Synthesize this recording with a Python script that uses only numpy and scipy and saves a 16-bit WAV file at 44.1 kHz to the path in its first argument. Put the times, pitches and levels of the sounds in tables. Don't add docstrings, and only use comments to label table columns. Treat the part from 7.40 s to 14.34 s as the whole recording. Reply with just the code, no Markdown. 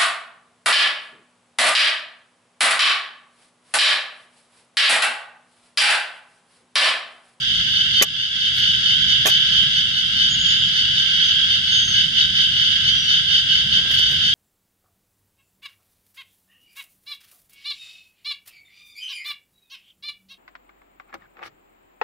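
import sys
import numpy as np
from scipy import signal
from scipy.fft import rfft, irfft, next_fast_len
from scipy.io import wavfile
from scipy.ndimage import uniform_filter1d, map_coordinates

SR = 44100
rng = np.random.default_rng(int(sys.argv[2]) if len(sys.argv) > 2 else 0)


def log_audio(samples):
    frames = np.atleast_2d(samples).T
    limited = np.clip(frames, -1, 1)
    pcm = np.round(limited * 32767).astype(np.int16)
    wavfile.write(sys.argv[1], SR, pcm)


N = 306054
TIME = np.arange(N) / SR

# (time [s], level [dB], thud frequency [Hz], ring level before a fixed cut [dB],
# crack frequency [Hz], crack level against the thud [dB])
BLADE_IMPACTS = [(.614, -14, 420, 0.5, 1990, 3.5), (0.619, -10, 427, -24, 2100, -24),
                 (0.6254, -19.5, 640, 8.5, 2370, 11), (1.856, -13, 690, 0, 1760, -2),
                 (1.864, -11, 547, -12, 2210, -17), (1.8729, -15, 450, -8, 1970, -9),
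                 (1.883, -29, 580, -4, 2400, 0)]
# (frequency [Hz], relative level [dB], 60 dB decay time [s])
STICK_MODES = [(335, -7, .06), (440, -2, .08), (565, -3, .07), (630, -2, .1), (830, -2.5, .09),
               (1155, 0, .11), (1745, -2, .09), (2220, -4, .07), (2395, -1, .06)]
# (time [s], bright snap level [dB], woody crunch level [dB],
# length before decay [s], 60 dB decay time [s])
FIBRE_TEARS = [(0.6195, -14, -27, 0.017, 0.03), (1.856, -31, -28, 0.006, .04),
               (1.865, -22.5, -27.5, 0.018, 0.1)]
# (time [s], snap level [dB], ringing frequency [Hz])
SNAPS_AND_TICKS = [(0.6225, -14.5, 6500), (0.6236, -21, 2650), (0.633, -25, 4500), (.635, -20, 9200),
                   (0.644, -27, 7800), (1.858, -26, 5660), (1.8654, -25, 4300), (1.8706, -35, 6300),
                   (1.874, -21, 6600), (1.8825, -31, 4560), (1.893, -26, 5100), (1.8998, -26, 6030),
                   (6.514, -23.5, 1930), (6.525, -38, 5200), (6.588, -28, 4700), (6.5936, -27, 2100),
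                   (6.712, -33, 6160)]
TICK_T60_S, TICK_RING_DB = 0.015, 5
# (frequency [Hz], relative level per Hz [dB])
SNAP_SPECTRUM = [(800, -38), (2500, 5), (4500, -3), (6500, 5.5), (8500, -5.5), (11000, -0.5), (14000, -1)]
# (frequency [Hz], relative level per Hz [dB])
CRUNCH_SPECTRUM = [(120, -31), (350, -3), (600, 0.5), (830, 3), (1000, -6), (1200, -3), (1500, -0.5),
                   (2400, -9.5), (3500, -14), (7000, -32)]
# (middle time [s], level [dB], length [s])
GRIP_STROKES = [(2.92, -59, .14), (3.792, -49.5, 0.071), (6.203, -52, 0.17), (6.39, -47.5, 0.23),
                (6.517, -42, 0.033), (6.593, -42, 0.024), (6.736, -47, 0.085)]
# (frequency [Hz], relative level per Hz [dB])
BARK_SPECTRUM = [(150, -8), (290, -0.5), (520, -2), (800, -8), (1500, -7), (6000, -25), (14000, -37)]
# (middle time [s], level [dB], length [s])
SCRAPE_STROKES = [(.34, -52, .08), (1.18, -43.5, 0.07), (2.23, -50, .05), (6.55, -44.5, 0.13),
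                  (6.73, -48, .08)]
# (frequency [Hz], relative level per Hz [dB])
SCRAPE_SPECTRUM = [(800, -19), (4000, -5), (8500, -2), (11500, -2), (14000, -2.5)]

# (middle time [s], level [dB], length [s])
NEAR_CALLS = [(.172, -23, 0.084), (0.384, -21, 0.14), (0.576, -18, 0.081), (0.824, -20.5, 0.1),
              (1.046, -21, .12), (1.276, -21.5, 0.22), (1.498, -19.5, .12), (1.716, -18.5, 0.075),
              (1.935, -18.5, 0.082), (2.155, -21, .15), (2.377, -20, 0.087), (2.583, -22, 0.1),
              (2.821, -18.5, .14), (3.122, -21, 0.14), (3.384, -20, .1), (3.592, -20, 0.084),
              (3.817, -23.5, 0.27), (4.137, -21.5, 0.11), (4.349, -20.3, 0.18), (4.59, -19.5, 0.14),
              (4.814, -20, 0.11), (5.004, -20, 0.12), (5.243, -21.5, 0.25), (5.485, -19, 0.072),
              (5.733, -18, 0.13), (5.952, -18, 0.13), (6.159, -21, 0.15), (6.356, -20.5, .11),
              (6.633, -20, 0.18), (6.874, -18.5, 0.11)]
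# (multiple of the note [1], added tymbal beats [1], relative level [dB])
NOTE_PARTIALS = [(1, 0, -12.5), (1, 1, -22), (2, 0, 1), (2, 1, -6.5), (3, 0, -7.5), (3, 1, -18),
                 (4, 0, -20.5)]
# (multiple of the note [1], relative level [dB])
FLAT_PARTIALS = [(1.95, -17), (2.93, -17), (3.91, -21)]
NOTE_HZ, BUZZ_HZ = 1512, 612
GLIDE_PER_S = .24
CALL_HISS_DB = -30.5
# (middle time [s], level [dB])
SECOND_CALLS = [(.109, -31), (.441, -23.5), (.579, -22), (.855, -29), (1.048, -22), (1.231, -26.5),
                (1.551, -18.5), (1.747, -21.5), (1.948, -21), (2.174, -17), (2.382, -23), (2.637, -24),
                (2.856, -24), (3.045, -21), (3.22, -21), (3.453, -27), (3.775, -20), (3.988, -18.5),
                (4.164, -29), (4.37, -21.5), (4.602, -28), (4.806, -27), (4.996, -19.5), (5.21, -21),
                (5.361, -23), (5.558, -21.5), (5.743, -25.5), (5.936, -18.5), (6.133, -20.5),
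                (6.354, -17.5), (6.531, -20.5), (6.896, -21)]
SECOND_HZ, SECOND_LENGTH_S = 3210, .11
# (centre [Hz], width [Hz], peak gain [dB])
BODY_RESONANCES = [(1361, 113, -25.5), (1575.6, 186, -13), (2030, 290, -19), (2237, 307, -25.5),
                   (2803, 160, -14.5), (3168, 477, -1.5), (3690, 500, -9.5), (4635, 470, -11),
                   (5250, 180, -17.5), (6134, 900, -24.5), (4950, 1040, -24.5)]

# (time [s], level [dB], level change during the near caller's calls [dB])
CHORUS_LEVELS = [(0, -18.5, -1), (1.1, -19, 0.5), (2.2, -16.5, -0.5), (2.52, -20.5, -0.5),
                 (2.85, -18.5, 1.5), (3.3, -18, 0), (4.0, -17.5, 0), (4.3, -20.5, 3), (4.75, -21.5, 7),
                 (5.1, -19, 0.5), (5.35, -17, -1), (5.75, -19.5, 2.5), (6.3, -21.2, 4), (6.55, -17, -1),
                 (6.9, -19, 1)]
# (mean frequency [Hz], mean level before chorus scaling [dB])
STEADY_SINGERS = [(1596, -24.5), (2219, -31), (2781, -20), (3420, -14), (3800, -21), (4840, -26),
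                  (4975, -28)]
# (frequency [Hz], gain [dB])
DIRECT_GAIN = [(1500, 7), (2400, -10.5), (6000, -13)]
# (frequency [Hz], relative gain [dB])
DISTANCE_COLOUR = [(1500, -2), (2400, -2), (3200, -2), (3800, -1.5), (4500, -2.5), (5000, -1), (7000, 1.5)]
# (frequency [Hz], 60 dB decay time [s])
FOREST_DECAY = [(200, 0.091), (1500, 0.55), (4000, 0.27), (12000, 0.013)]

# (start time [s],
# length [s], start pitch [Hz], pitch a third of the way [Hz], end pitch [Hz], level [dB])
WHISTLES_AND_CHIRP = [(2.886, .115, 6770, 6690, 6610, -31.5), (2.975, .105, 6660, 6700, 6750, -32),
                      (3.055, .1, 6760, 6750, 6720, -33.5), (3.14, .17, 6780, 6770, 6740, -44),
                      (3.83, 0.11, 6120, 6160, 6170, -36), (4.3, .33, 6500, 6385, 6230, -29.5),
                      (5.48, 0.29, 5970, 5850, 5780, -38.5)]
GLIDE_ATTACK_S, GLIDE_RELEASE_SHARE = .02, .45
# (frequency [Hz], relative level per Hz [dB])
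RUMBLE_SPECTRUM = [(12, -60), (20, -38), (36, -12.5), (50, -5.5), (97, -1.5), (160, -1), (220, -7.5),
                   (334, -24.5), (553, -35.5), (612, -39.5), (885, -31), (1080, -48), (1430, -61.5),
                   (2420, -120)]
# (frequency [Hz], relative level per Hz [dB])
HISS_SPECTRUM = [(300, -7), (450, -1.5), (850, -2.5), (1050, -14.5), (4000, -11.5), (7400, -5.5), (8200, 0),
                 (9600, -5), (11000, -22), (14300, -10.5)]

AGC_THRESHOLD_DB, AGC_SLOPE, AGC_ATTACK_S, AGC_RECOVERY_DB_PER_S = -17.5, 1, 0.016, 14
TOP_HZ = 14400


def knife_and_ticks():
    envelopes, crackle = snaps_and_tears()
    snap, crunch, tick_ring = envelopes
    knocks = placed(blade_impacts() + tick_ring, lag_ms=-0.16)
    bright = snap * coloured(crackle, SNAP_SPECTRUM)
    return knocks + bright + crunch * coloured(crackle, CRUNCH_SPECTRUM)


def blade_impacts():
    knocks, t = np.zeros(N + SR), np.arange(SR // 4) / SR
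    for s, db, thud_hz, ring_db, crack_hz, crack_db in BLADE_IMPACTS:
        ring = 0
        for hz, level, t60 in STICK_MODES:
            decay = amp(level + rng.normal(0, 1) - 60 * t / t60)
            ring += decay * np.sin(2 * np.pi * hz * rng.normal(1, 0.006) * t)
        thud = np.sin(2 * np.pi * thud_hz * t) * amp(-60 * t / 0.011)
        thud *= 1 - np.exp(-t / 0.0012)
        crack = np.sin(2 * np.pi * crack_hz * t) * amp(crack_db - 60 * t / 0.03)
        knocks[round(s * SR):][:len(t)] += amp(db) * (thud + amp(ring_db - 15.5) * ring + crack)
    return knocks[:N]


def snaps_and_tears():
    snap, crunch, ring = np.zeros((3, N))
    for s, snap_db, crunch_db, length, t60 in FIBRE_TEARS:
        since = TIME - s
        rise = np.clip(since / (0.22 * length), 0, 1)
        tear = rise * amp(-60 * np.maximum(since - length, 0) / t60)
        snap += amp(snap_db) * tear
        crunch += amp(crunch_db) * tear
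    for s, db, hz in SNAPS_AND_TICKS:
        burst = (TIME >= s) * amp(db - 60 * np.abs(TIME - s) / TICK_T60_S)
        snap += burst
        crunch += amp(-12) * burst
        ring += amp(TICK_RING_DB) * burst * np.sin(2 * np.pi * hz * (TIME - s))
    clumps = amp(3 * wobble(2500) + 2.2 * wobble(350))
    return (snap, crunch, ring), pair(side_db=-3) * clumps


def hand():
    rub = strokes(GRIP_STROKES) * coloured(catches(per_s=160), BARK_SPECTRUM)
    return rub + strokes(SCRAPE_STROKES) * coloured(catches(per_s=1100), SCRAPE_SPECTRUM)


def catches(per_s):
    slips = unit((rng.random(N) < per_s / SR) * rng.standard_normal(N))
    return slips + amp(-6) * pair(side_db=-3)


def strokes(rows):
    return sum(amp(db) * np.exp(-(2 * (TIME - s) / length) ** 2) for s, db, length in rows)


def near_cicada():
    effort = calling(NEAR_CALLS)
    climb = climbing(NEAR_CALLS, scatter=.002)
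    phase = 2 * np.pi * cycles(NOTE_HZ * climb * (1 + .005 * wobble(300)))
    beat_hz = BUZZ_HZ * climb * (1 + .004 * wobble(30))
    beat = 2 * np.pi * cycles(beat_hz)
    note = np.zeros(N)
    for multiple, beats, db in NOTE_PARTIALS:
        level = amp(db + 2.2 * wobble(120))
        note += level * np.sin(multiple * phase + beats * beat + .22 * wobble(150))
    for multiple, db in FLAT_PARTIALS:
        level = amp(db + 2.5 * wobble(120))
        note += level * np.sin(multiple * phase + 1.2 * wobble(150))
    note = effort * unit(note)
    note = placed(note, lag_ms=.287) + amp(-10) * trunks(note)
    clicks = placed(tymbal(beat_hz * (1 + .08 * wobble(300))), lag_ms=.295)
    rasp = unit(filtered(amp(-1.5) * clicks + pair(side_db=-3), body))
    rasp *= amp(1.9 * wobble(150))
    hiss = amp(CALL_HISS_DB) * coloured(pair(side_db=0.0), HISS_SPECTRUM)
    return note + effort * (amp(-6.5) * rasp + hiss)


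def second_cicada():
    effort = calling([(s, db, SECOND_LENGTH_S) for s, db in SECOND_CALLS])
    pitch = SECOND_HZ * climbing(SECOND_CALLS, scatter=.006) * (1 + .005 * wobble(300))
    tone = amp(2.5 * wobble(150)) * np.sin(2 * np.pi * cycles(pitch))
    note = effort * unit(tone)
    return amp(-5) * placed(note, lag_ms=.3) + amp(-5.5) * trunks(note)


def calling(rows):
    return sum(amp(db) * np.exp(-np.abs(2 * (TIME - s) / length) ** 2.5) for s, db, length in rows)


def climbing(rows, scatter):
    centres = np.array(rows)[:, 0]
    call = np.searchsorted((centres[1:] + centres[:-1]) / 2, TIME)
    offset = scatter * rng.standard_normal(len(centres))[call]
    return 1 + GLIDE_PER_S * (TIME - centres[call]) + offset


def tymbal(click_hz):
    clicks = np.diff(np.floor(cycles(click_hz)), prepend=0)
    return unit(clicks * amp(2.26 * rng.standard_normal(N)))


def body(hz):
    power = 0
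    for centre, width, db in BODY_RESONANCES:
        power += amp(db - 3.2 * (2 * (hz - centre) / width) ** 2) ** 2
    return np.sqrt(power)


def chorus(count=8, throb_hz=4.6):
    crowd, direct = np.zeros((2, N)), np.zeros(N)
    for pitch, pace, start in rng.uniform(-1, 1, (count, 3)):
        throb = np.sin(2 * np.pi * (throb_hz * (1 + .15 * pace) * TIME + start))
        click_hz = 330 * (1 + .4 * pitch) * (1 + .012 * throb + .013 * wobble(60))
        song = tymbal(click_hz) * amp(1.5 * throb)
        crowd += trunks(song)
        direct += song
    crowd += placed(filtered(direct, lambda hz: amp(along(DIRECT_GAIN, hz))), lag_ms=0.29)
    crowd = coloured(filtered(crowd, body), DISTANCE_COLOUR) * amp(1.0 * wobble(130))
    crowd += amp(-4) * neighbours()
    crowd += steady_singers()
    return chorus_level() * unit(crowd)


def neighbours(count=7, low_hz=2860, high_hz=3640, calls_per_s=4.4):
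    calls = np.zeros((2, N))
    pitches = np.linspace(low_hz, high_hz, count)
    for hz, (pace, start, side) in zip(pitches, rng.uniform(-1, 1, (count, 3))):
        turn = (calls_per_s * (1 + .15 * pace) * TIME + start + .1 * wobble(2)) % 1
        rise = GLIDE_PER_S * (turn - .5) / calls_per_s
        pitch = hz * (1 + rise + .008 * wobble(4) + .004 * wobble(250))
        swell = np.sin(np.pi * turn) ** 2 * amp(1.5 * wobble(4) + 2.5 * wobble(150))
        chirp = swell * np.sin(2 * np.pi * cycles(pitch))
        calls += placed(chirp, lag_ms=.2 + .15 * side)
    calls = filtered(calls, body)
    return unit(calls + trunks(calls))


def steady_singers():
    singers = np.zeros((2, N))
    for hz, db in STEADY_SINGERS:
        phase = 2 * np.pi * cycles(hz * (1 + .005 * wobble(9) + 0.00623 * wobble(200)))
        fade_db = 2.8 * wobble(6) + 4.6 * np.array([wobble(25), wobble(25)])
        singers += amp(db + fade_db) * np.sin([phase, phase + 2 * wobble(12)])
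    return singers


def chorus_level():
    s, level_db, swell_db = np.transpose(CHORUS_LEVELS)
    in_step = calling([(middle, 0, length) for middle, _, length in NEAR_CALLS])
    return amp(np.interp(TIME, s, level_db) + np.interp(TIME, s, swell_db) * in_step)


def whistles_and_chirp():
    song = np.zeros(N)
    for s, length, start_hz, turn_hz, end_hz, db in WHISTLES_AND_CHIRP:
        attack = (TIME - s) / GLIDE_ATTACK_S
        release = (s + length - TIME) / (GLIDE_RELEASE_SHARE * length)
        swell = np.clip(np.minimum(attack, release), 0, 1)
        glide = np.interp(TIME, [s, s + length / 3, s + length], [start_hz, turn_hz, end_hz])
        pitch = glide * (1 + .0015 * wobble(25) + .0045 * wobble(200))
        song += swell * amp(db + 1.7 * wobble(70)) * np.sin(2 * np.pi * cycles(pitch))
    return song * amp([[2], [-2]]) + amp(-5) * trunks(song)


def background():
    rumble_db = np.interp(TIME, [.8, 1.7], [-40, -38]) + 1.85 * wobble(8)
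    rumble = coloured(pair(side_db=-18.0), RUMBLE_SPECTRUM) * amp(rumble_db)
    return rumble + amp(-48.5) * coloured(pair(side_db=1.5), HISS_SPECTRUM)


def trunks(x):
    hz, t, bins = signal.stft(rng.standard_normal((2, SR // 2)), SR, nperseg=256)
    decay = amp(-60 * t / along(FOREST_DECAY, hz)[:, None])
    tail = signal.istft(bins * decay, SR, nperseg=256)[1]
    return signal.fftconvolve(np.atleast_2d(x), tail / np.linalg.norm(tail[0]), axes=1)[:, :N]


def placed(x, lag_ms):
    return filtered(x, lambda hz: np.exp(np.outer([-1, 1], 1j * np.pi * hz * lag_ms / 1000)))


def pair(side_db):
    mid, side = rng.standard_normal((2, N))
    return unit(np.array([mid + amp(side_db) * side, mid - amp(side_db) * side]))


def coloured(x, spectrum):
    return unit(filtered(x, lambda hz: amp(along(spectrum, hz))))


def filtered(x, response):
    size = next_fast_len(N + 8192)
    return irfft(rfft(x, size) * response(np.fft.rfftfreq(size, 1 / SR)), size)[..., :N]


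def cycles(hz):
    return np.cumsum(hz) / SR


def wobble(rate):
    return map_coordinates(rng.standard_normal(int(N * rate / SR) + 4), [TIME * rate])


def along(points, hz):
    f, v = np.transpose(points)
    return np.interp(np.log(hz + 1), np.log(f), v)


def unit(x):
    return x / np.sqrt(np.mean(x ** 2) + 1e-20)


def amp(db):
    return 10 ** (np.asarray(db) / 20)


def scene():
    stick = knife_and_ticks() + hand()
    insects = near_cicada() + second_cicada() + chorus()
    insects *= amp([[-.6], [.6]])
    return stick + insects + whistles_and_chirp() + background()


def gain_control(x):
    treble = filtered(x, lambda hz: hz > 6000)
    power = np.abs(uniform_filter1d(np.mean(treble ** 2, axis=0), size=441))
    over_db = AGC_SLOPE * np.maximum(10 * np.log10(power + 1e-12) - AGC_THRESHOLD_DB, 0)
    recovered = AGC_RECOVERY_DB_PER_S * TIME
    cut_db = np.maximum.accumulate(over_db + recovered) - recovered
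    keep = np.exp(-1 / (AGC_ATTACK_S * SR))
    return x * amp(-signal.lfilter([1 - keep], [1, -keep], cut_db))


def record(dry):
    clipped = np.clip(gain_control(dry), -1, 1)
    return filtered(clipped, lambda hz: 1 / (1 + (hz / TOP_HZ) ** 140))


dry = scene()
out = record(dry)
log_audio(out)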